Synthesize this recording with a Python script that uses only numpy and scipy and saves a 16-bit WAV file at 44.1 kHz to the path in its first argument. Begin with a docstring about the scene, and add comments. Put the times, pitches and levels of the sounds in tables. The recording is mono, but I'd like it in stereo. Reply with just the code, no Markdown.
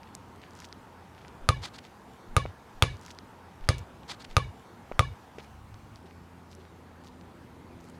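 """A basketball is dribbled on concrete: each bounce is a slap, a deep thud and the ping of the air inside.
The ball is a sum of decaying modes and pulses, answered by a near wall and a building front.
Sneakers on grit are filtered noise bursts with damped heel tones; far traffic is shaped, patchy noise.
An engine drones as a wavering harmonic tone and a low noise thrum swells once.
One stretch of steps, engine and traffic is heard a second time, straight after the first."""
import sys
import numpy as np
from scipy import signal
from scipy.fft import rfft, irfft, next_fast_len
from scipy.io import wavfile
from scipy.ndimage import uniform_filter1d, map_coordinates

SR = 44100
rng = np.random.default_rng(int(sys.argv[2]) if len(sys.argv) > 2 else 0)


def store_pcm(level_fs):
    """Save levels as 16-bit WAV."""
    pcm = np.round(np.clip(level_fs, -1, 1) * 32767).astype(np.int16)
    wavfile.write(sys.argv[1], SR, np.atleast_2d(pcm).T)


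def invert_db(level):
    """Linear amplitude ratio for a level in decibels (20 dB per decade), elementwise."""
    return 10 ** (np.asarray(level, dtype=float) / 20)


N = 352531  # samples


def unit(x):
    """Normalisation: scales x to rms 1."""
    return x / np.sqrt(np.mean(x ** 2) + 1e-20)


def along(points, hz):
    """Spectral interpolation: joins (Hz, value) points on a logarithmic frequency axis."""
    f, v = np.transpose(points)
    return np.interp(np.log(hz + 1), np.log(f + 1), v)


def curves(rows):
    """Linear interpolation in time: one value per sample for each column after the time."""
    s, *columns = np.transpose(rows)
    return [np.interp(np.arange(N) / SR, s, column) for column in columns]


def wobble(rate):
    """Slow random modulation: a smooth curve through rate random knots a second."""
    knots = rng.standard_normal(int(N * rate / SR) + 4)
    return map_coordinates(knots, [np.arange(N) * rate / SR])


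def filtered(x, response):
    """Linear filtering: multiplies the spectrum of x by a response of frequency."""
    m = next_fast_len(x.shape[-1] + 4096)
    spectrum = rfft(x, m) * response(np.fft.rfftfreq(m, 1 / SR))
    return irfft(spectrum, m)[..., :x.shape[-1]]


def add(track, s, sound, pan_db=0):
    """Superposition: mixes a sound into the stereo track at s seconds; positive pan is left."""
    part = track[:, round(s * SR):][:, :sound.shape[-1]]
    panned = sound * invert_db([[pan_db / 2], [-pan_db / 2]])
    part += panned[:, :part.shape[1]]


# Likeness of a noise at the two channels. Each row: frequency in Hz, left-right correlation.
LIKENESS = [(25, 0.79), (60, 1), (150, 1), (380, 0.86), (950, 0.78), (2400, 0.056), (6000, 0)]


def rush(spectrum, patchy_db):
    """Diffuse-field noise of rms 1: shaped, patchy in time and frequency, its channels less alike at high pitch."""
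    z = signal.stft(rng.standard_normal((2, N)), nperseg=512)[2]
    field = uniform_filter1d(rng.standard_normal(z.shape[1:]), size=5, axis=0)
    field = uniform_filter1d(field, size=12, axis=1)
    pair = signal.istft(z * invert_db(patchy_db * unit(field)), nperseg=512)[1][:, :N]

    def response(hz):
        angle = np.arccos(np.clip(along(LIKENESS, hz), -1, 1)) / 2
        return invert_db(along(spectrum, hz)) * [np.cos(angle), np.sin(angle)]

    mid, side = filtered(pair, response)
    return unit(np.array([mid + side, mid - side]))


# Course of the traffic. Each row: time in seconds, relative levels of rumble, tyres and hiss in dB,
# left-right difference in dB.
TRAFFIC_COURSE = [(0.0, -53.5, -53.5, -61.5, 1), (1.1, -54.5, -54, -61.5, 1), (1.7, -51.5, -55.5, -61, 0.8),
                  (2.9, -54.5, -56, -61, 1.3), (5.32, -54.5, -55.5, -59.5, 1.5),
                  (5.61, -56, -59.5, -62, 0.5), (6.21, -54, -59.5, -63, 1), (7.28, -53, -58, -62.5, 1),
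                  (7.99, -51, -57, -62.5, 0.5)]
# Spectra of the three noises. Each row: frequency in Hz, relative density in dB.
RUMBLE_SPECTRUM = [(12, -65), (20, -30), (53, -10.5), (81, -8.5), (127, -6), (149, -10), (195, -6),
                   (700, -17), (910, -78), (1540, -120)]
TYRE_SPECTRUM = [(260, -31), (450, -3), (561, -13), (612, -13.5), (917, -0.5), (1190, -7.5), (1430, -9.5),
                 (2600, -23), (3380, -26), (5720, -120)]
HISS_SPECTRUM = [(350, -27), (600, -16.5), (781, -3.5), (988, -12), (1070, -9), (1580, -11), (1920, -14),
                 (2090, -14.5), (2760, -16.5), (14600, -32.5), (16500, -43.5)]


def traffic():
    """Incoherent sum of many far sources: rumble, tyre roar and hiss, a little to the left."""
    rumble_db, tyres_db, hiss_db, pan_db = curves(TRAFFIC_COURSE)
    rumble = invert_db(rumble_db - 0.5 + wobble(4.6)) * rush(RUMBLE_SPECTRUM, patchy_db=1)
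    tyres = invert_db(tyres_db - 1.5 + 0.44 * wobble(2.9)) * rush(TYRE_SPECTRUM, patchy_db=1.6)
    hiss = invert_db(hiss_db + 4.0) * rush(HISS_SPECTRUM, patchy_db=1.85)
    return (rumble + tyres + hiss) * invert_db([pan_db / 2, -pan_db / 2])


# Course of the drone. Each row: time in seconds, mean firing frequency in Hz, relative level in dB,
# relative level of the overtones in dB.
ENGINE_COURSE = [(0, 84.7, -62, -8), (.6, 87.9, -61, -6), (1.1, 86.6, -59, -13), (1.45, 68, -64, -8),
                 (2.3, 67.5, -68, -1.5), (2.9, 72.46, -65, -4.5), (5.4, 71.7, -61, 2),
                 (5.55, 73.14, -53, -12), (5.9, 73.26, -58.5, -5), (6.03, 85.9, -56, -10),
                 (7.2, 85, -55.5, -7), (7.5, 84.55, -60.5, 0.5), (7.99, 83.2, -57, 1)]
# Engine overtones. Each row: multiple of the firing frequency, relative level in dB.
ENGINE_ORDERS = [(2, 0.5), (3, 0.5), (4, -6.5), (4.5, -10)]


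def engine():
    """Periodic firing: an unsteady tone with overtones, off to one side so the left channel leads in phase."""
    hz, db, over_db = curves(ENGINE_COURSE)
    phase = 2 * np.pi * np.cumsum(hz * (1 + .002 * wobble(4))) / SR
    lead = np.array([[.3], [-.3]])  # radians
    tone = invert_db(1.2 * wobble(7)) * np.sin(phase + lead)
    for order, order_db in ENGINE_ORDERS:
        tone += invert_db(over_db + order_db + 1.5 * wobble(5)) * np.sin(order * phase + lead)
    return np.sqrt(2) * invert_db(db) * tone


def hump(f, hz, steep):
    """Resonance: a bell around hz on an octave axis, falling by steep dB one octave away."""
    return invert_db(-steep * np.log2((f + 1) / hz) ** 2)


# Soles dragged over grit. Each row: middle in seconds, nominal length in seconds, level in dB,
# tread pitch in Hz, left-right difference in dB.
DRAGS = [(0.068, 0.066, -68, 3000, -2), (0.15, 0.018, -58, 4900, 0), (0.44, 0.064, -58.5, 2820, 11),
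         (0.611, 0.16, -59, 4700, -4.5), (1.219, 0.15, -67.5, 2900, -9), (1.625, .02, -49.5, 4030, 2),
         (1.648, 0.051, -36, 3700, 3), (1.679, 0.032, -48, 3700, 3), (1.753, 0.051, -49.5, 4100, 1),
         (1.788, .018, -47, 3900, 5), (1.853, 0.055, -59, 4060, -6), (3.788, 0.02, -50, 6000, 6),
         (5.397, 0.034, -48, 2504, 2), (5.437, 0.048, -63.5, 5000, -7), (5.966, 0.051, -63, 4000, 7),
         (6.067, 0.034, -60, 3280, 9), (6.523, 0.06, -61.5, 5040, 10), (6.608, .036, -61, 3300, 11),
         (7.061, 0.055, -61, 5090, 11), (7.859, 0.11, -66, 5190, 3), (7.954, 0.05, -65, 4480, 2)]


def random_clicks():
    """Random point process: further grit clicks at random moments along every slow drag."""
    per_s, slow_drag_s = 70, .052
    level_db, spread_db, pitch_spread = -54, -0.5, 0.16  # relative level; scatter of level and of log pitch
    rows = []
    for s, length, _, hz, pan_db in DRAGS:
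        count = round(per_s * length * (length > slow_drag_s))
        for u, size, pitch in rng.uniform(-1, 1, (count, 3)):
            click_hz = hz * np.exp(pitch_spread * pitch)
            rows.append((s + u * length / 2, level_db + spread_db * size, click_hz, pan_db))
    return rows


# Single grit clicks at set times. Each row: time in seconds, relative peak level in dB,
# pitch in Hz, left-right difference in dB.
GRIT_CLICKS = [(0.033, -44, 3150, 2), (0.1513, -33, 4700, -8.5), (0.3608, -55, 6000, -4),
               (0.418, -49.5, 4000, -8), (0.438, -44, 2780, 11), (0.5086, -50, 5500, -10),
               (0.5528, -47, 5800, -8), (0.5904, -46, 4400, -5), (0.6025, -38.5, 4600, -7),
               (0.6215, -44.5, 2500, -6), (0.6453, -37.5, 3320, 0), (0.649, -42, 4700, -9),
               (0.6527, -43, 4630, -12), (0.7271, -38, 3240, -9), (1.1802, -47.5, 2765, -3),
               (1.2493, -45, 2570, -6), (1.282, -46, 3900, -14), (1.573, -47.5, 2900, 5),
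               (1.789, -38.5, 3360, -14), (1.8517, -45, 3800, 2), (2.1355, -57, 4260, 6),
               (2.4608, -39, 2000, -14), (3.7829, -40, 5500, 0), (5.3854, -41, 3000, -5),
               (5.4463, -51, 3400, 2), (5.7432, -48, 4150, 13), (5.959, -46, 4465, -8),
               (6.1103, -52, 2300, 17), (6.5162, -52, 5270, 4), (6.5298, -48, 3900, 7),
               (6.6525, -51.5, 2293, 16), (7.0718, -48, 3960, 7), (7.212, -51, 3250, 18),
               (7.8513, -56, 4910, 8)]
# Heel taps and soft pads. Each row: time in seconds, relative level in dB, pitch in Hz,
# softness (more cycles when larger).
HEEL_TAPS = [(2.4544, -15, 580, 0.9), (2.460, -20.5, 1250, 0.69), (5.383, -24, 420, 1.5),
             (5.74, -35, 70.3, 1.0), (6.04, -39, 377, 8), (6.582, -39.5, 375, 8.3)]


def sneakers():
    """Impact and friction: grit clicks, soles drag over dense grit, heels tap."""
    out, t = np.zeros((2, N)), np.arange(SR // 100) / SR
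    for s, db, hz, pan_db in GRIT_CLICKS + random_clicks():
        burst = invert_db(-60 * abs(t - .002) / .0009) * (1 + .6 * rng.standard_normal(len(t)))
        click = filtered(burst, lambda f: hump(f, hz, steep=10.1))
        add(out, s - .002, invert_db(db + 7.0) * click / abs(click).max(), pan_db)
    for s, length, db, hz, pan_db in DRAGS:
        n = round(0.99 * length * SR)
        grains = rng.standard_normal((2, n)) * rng.exponential(size=n) ** 0.66  # few large among many small
        clumps = invert_db(1.6 * np.repeat(rng.standard_normal(n // 90 + 1), repeats=90)[:n])

        def colour(f):
            # the tread rings at one pitch and above it, the sole body much lower
            tread = hump(f, hz, steep=59) + invert_db(-3.5) * hump(f, 1.28 * hz, steep=11)
            return tread + invert_db(5.5) * hump(f, 0.3 * hz, steep=7.4)

        stereo = grains[0] + 1.8 * grains * [[0], [1]]  # the right channel adds grains of its own
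        drag = unit(filtered(clumps * stereo, colour))
        add(out, s - n / SR / 2, invert_db(db) * drag * signal.windows.tukey(n, .7), pan_db)
    for s, db, hz, soft in HEEL_TAPS:
        cycles = np.arange(round(3 * soft * SR / hz)) * hz / SR
        swell = np.exp(-1.6 * cycles / soft) * (1 - np.exp(-6 * cycles / soft))
        add(out, s, -invert_db(db - 2.0) * np.sin(2 * np.pi * cycles) * swell, pan_db=-2)
    return out


def slap(t, width, ring_db, ring_hz):
    """Impulse excitation: a steep suction pulse sets the skin ringing briefly, low and high."""
    t = np.maximum(t, 0)
    pulse = (t / width * np.exp(1 - t / width)) ** 1.3
    high = invert_db(-15 - 60 * t / 0.0025) * np.sin(2 * np.pi * 9000 * t)
    high += invert_db(-46 - 60 * t / .002) * np.sin(2 * np.pi * 13000 * t)
    low = invert_db(ring_db - 60 * t / .0035) * np.sin(2 * np.pi * ring_hz * t)
    return -pulse - high - low


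def ring(modes, t, pace, width):
    """Modal decay: dying sines, each with one later swell that comes sooner at a higher pace."""
    total = 0
    for hz, db, t60, swell_s, swell_db in modes:
        decay = invert_db(db - 60 * t / t60)
        swell = invert_db(swell_db - 14.6 * ((t * pace - swell_s) / width) ** 2)
        total = total + (decay + swell) * np.sin(2 * np.pi * hz * t)
    return total


# Reverberation of the building front. Each row: frequency in Hz, decay time t60 in seconds.
FRONT_DECAY = [(250, 0.37), (800, 0.073), (2100, 0.093), (5500, 0.086), (14000, 0.033)]
# Spectrum of rubber cracking on concrete. Each row: frequency in Hz, relative density in dB.
CRACK_SPECTRUM = [(180, -63), (300, -5.5), (1310, -8), (1800, -4), (2360, -2.5), (3190, -7), (3840, -2.5),
                  (5550, -12.5), (6450, -8.5), (7630, -16.5), (8440, -12.5), (10500, -11.5), (16500, -73)]


def building(t):
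    """Reverberation: each frequency of the crack dies at its own speed, over a weaker, slower far answer."""
    hz, s, z = signal.stft(rng.standard_normal(len(t)), SR, nperseg=128)
    fall = 60 * s / along(FRONT_DECAY, hz)[:, None]
    decay = invert_db(-fall) + invert_db(-13 - 0.23 * fall)
    tail = signal.istft(z * invert_db(along(CRACK_SPECTRUM, hz)[:, None]) * decay, SR, nperseg=128)[1]
    return tail[:len(t)] / np.std(tail[:SR // 100])


# Air modes of the flying ball; its spin sweeps a lobe past the listener. Each row: frequency in Hz,
# relative level in dB, decay time t60 in seconds, lobe time at pace 1 in seconds, relative lobe level in dB.
AIR_MODES = [(1108, -21, 0.074, 0.037, -31), (1720, -36.5, 0.14, 0.055, -40.5),
             (2000, -51, 0.12, 0.083, -85), (2267, -41, 0.31, 0.077, -48), (2329, -37.5, 0.18, .036, -44),
             (2620, -51, .1, .05, -70.5), (2864, -57.5, 0.19, 0.067, -53), (2880, -43, 0.31, 0.12, -64),
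             (2930, -51, 0.22, .05, -51), (3500, -43, 0.19, 0.038, -48), (3650, -57.5, 0.78, 0.094, -64),
             (3900, -60, 0.11, 0.06975, -52), (4050, -64, 0.138, .05, -58.5), (4200, -69, 0.32, .06, -66),
             (4820, -60.5, 0.51, .05, -62), (5040, -53, .25, 0.055, -68), (5380, -52, 0.067, 0.045, -64),
             (5530, -68, 0.42, 0.03, -64), (6370, -67, 0.27, 0.075, -70)]
# Low ring of the forecourt, swelling as far walls answer. Each row: frequency in Hz, relative level in dB,
# decay time t60 in seconds, swell time at pace 1 in seconds, relative swell level in dB.
FORECOURT_MODES = [(42, -43, 0.1, 0.058, -43), (62.3, -35, .3, 0.079, -35.5),
                   (92.4, -38, .2, 0.1114, -35.5), (77.8, -37, 0.34, 0.047, -41),
                   (109.9, -55, 0.28, 0.09, -43.5), (126.2, -27, 0.36, 0.067, -40.5),
                   (147.8, -40, 0.28, 0.057, -42.5)]


def bounce(ping_db, crack_db, echo_ms, spin):
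    """Impact radiation: one contact excites skin, enclosed air and ground, and the surroundings reflect it."""
    t = np.arange(SR // 4) / SR
    # the pulse comes back once it has crossed the ball
    ring_hz = 3050 / echo_ms  # a tighter contact echoes sooner and rings higher
    skin = .5 * slap(t, .00009, crack_db - 27, ring_hz)
    skin += 0.29 * slap(t - echo_ms / 1000, .00008, crack_db - 7, ring_hz)
    skin += invert_db(-14.5 - 60 * t / 0.02) * np.sin(2 * np.pi * 500 * t)
    crack = filtered(rng.standard_normal(len(t)), lambda hz: invert_db(along(CRACK_SPECTRUM, hz)))
    skin += invert_db(-13.5 - 60 * t / 0.0064) * unit(crack)

    def reflection(hz):
        # a near wall returns the slap twice, duller: first upside down, then upright
        lag = np.exp(-2j * np.pi * hz * .0145)
        dulling = 0.0567 + 1 / (1 + (hz / 800) ** 2.7)
        return (invert_db(-14.5) * lag - invert_db(-3)) * lag * dulling

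    wall = filtered(skin, reflection)
    # the squashed ball pumps air for as long as it touches the ground
    contact = np.clip(t / 0.0176, 0, 1)
    thud = 0.25 * np.sin(np.pi * contact ** 1.24) * np.sin(2 * np.pi * 101 * (t - .0019))
    thud += 0.082 * np.sin(np.pi * contact) ** 0.2 * np.sin(2 * np.pi * contact)  # the ground gives and returns
    # squashed, the lowest air mode is higher and damped
    ping = -invert_db(-15.5 - 60 * (t / 0.031) ** 2.26) * np.cos(2 * np.pi * 1216 * t)
    rise = 1 - np.exp(-t / 0.0018)
    low_air = ping + rise * ring(AIR_MODES[:1], t, spin, width=0.011)
    high_air = rise * ring(AIR_MODES[1:], t, spin, width=0.0097)
    air = invert_db(ping_db) * low_air + invert_db(0.095 * crack_db - 2.0) * high_air
    boom = np.clip((t - .012) / .01, 0, 1) * ring(FORECOURT_MODES, t, 0.863, width=0.017)
    front = invert_db(0.51 * crack_db - 36.0) * rise * building(t)
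    fade = np.clip((.155 - t) / 0.01, 0, 1)  # the bounce is cut short here with a brief fade
    return (skin + wall + thud + air + boom + front) * fade


# Bounces of the ball. Each row: contact in seconds, relative ping level in dB, relative skin ring level in dB,
# slap echo inside the ball in milliseconds, relative air push level in dB.
CONTACTS = [(1.4895, -1.5, 5.5, 0.83, 1), (2.366, -1.5, 5, 0.84, 1.5), (2.8238, -9.5, 15.5, 0.9, -5),
            (3.6892, -11.5, 8.5, 0.626, 6), (4.3674, -1.5, 5, 0.832, 0), (4.9936, -0.5, 5, 0.87, 1)]


def ball():
    """Displacement flow and impact: the falling ball pushes one slow wave of air ahead of every bounce."""
    bounce_db, spin_ms = -1.2, 0.79  # spin_ms: echo of a contact that leaves the usual spin
    out, u = np.zeros((2, N)), np.arange(round(.075 * SR)) / (.075 * SR)
    push = -np.sin(np.pi * u) * np.sin(3 * np.pi * u)
    for s, ping_db, crack_db, echo_ms, push_db in CONTACTS:
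        spin = spin_ms / echo_ms  # tighter contact, faster spin
        add(out, s - .0001, invert_db(bounce_db) * bounce(ping_db, crack_db, echo_ms, spin))
        add(out, s - .082, invert_db(push_db - 38.5) * push)
    return out


def again(x):
    """Repetition by time shift: a stretch of x placed right after itself, and the equal-power gap for it."""
    from_s, length_s, fade_s = .44, 2.4608, .02
    t = np.arange(N) / SR - from_s - length_s
    share = np.clip(np.minimum(t, length_s - t) / fade_s, 0, 1)
    return np.roll(x, round(length_s * SR), axis=1) * np.sqrt(share), np.sqrt(1 - share)


# Spectrum of the thrum. Each row: frequency in Hz, relative density in dB.
THRUM_SPECTRUM = [(20, -30), (45, 4), (60, -4), (90, -14), (103, 15), (118, -2), (250, -46)]


def thrum():
    """Partial coherence: low band noise swells once, partly different in the two channels."""
    start_s, attack_s, hold_s, release_s, level_db = 5.4, 0.11, 0.44, .13, -51.5
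    a, b = filtered(rng.standard_normal((2, N)), lambda hz: invert_db(along(THRUM_SPECTRUM, hz)))
    t = np.arange(N) / SR - start_s
    end_s = attack_s + hold_s + release_s
    swell = np.clip(np.minimum(t / attack_s, (end_s - t) / release_s), 0, 1) ** 2
    return invert_db(level_db) * swell * unit(np.array([a + .5 * b, a - .5 * b]))


def scene():
    """Superposition of all sources: repeated steps are added, repeated engine and traffic are cross-faded."""
    far, steps = traffic() + engine(), sneakers()
    far_again, gap = again(far)
    steps_again, _ = again(steps)
    return gap * far + far_again + steps + steps_again + ball() + thrum()


def top_cut(x):
    """Nothing passes above the cut-off."""
    return signal.sosfilt(signal.butter(12, 16910, fs=SR, output="sos"), x)


def record(dry):
    """Linear superposition is complete here: the finished mix goes out at unchanged gain."""
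    return top_cut(dry)


dry = scene()
out = record(dry)
store_pcm(out)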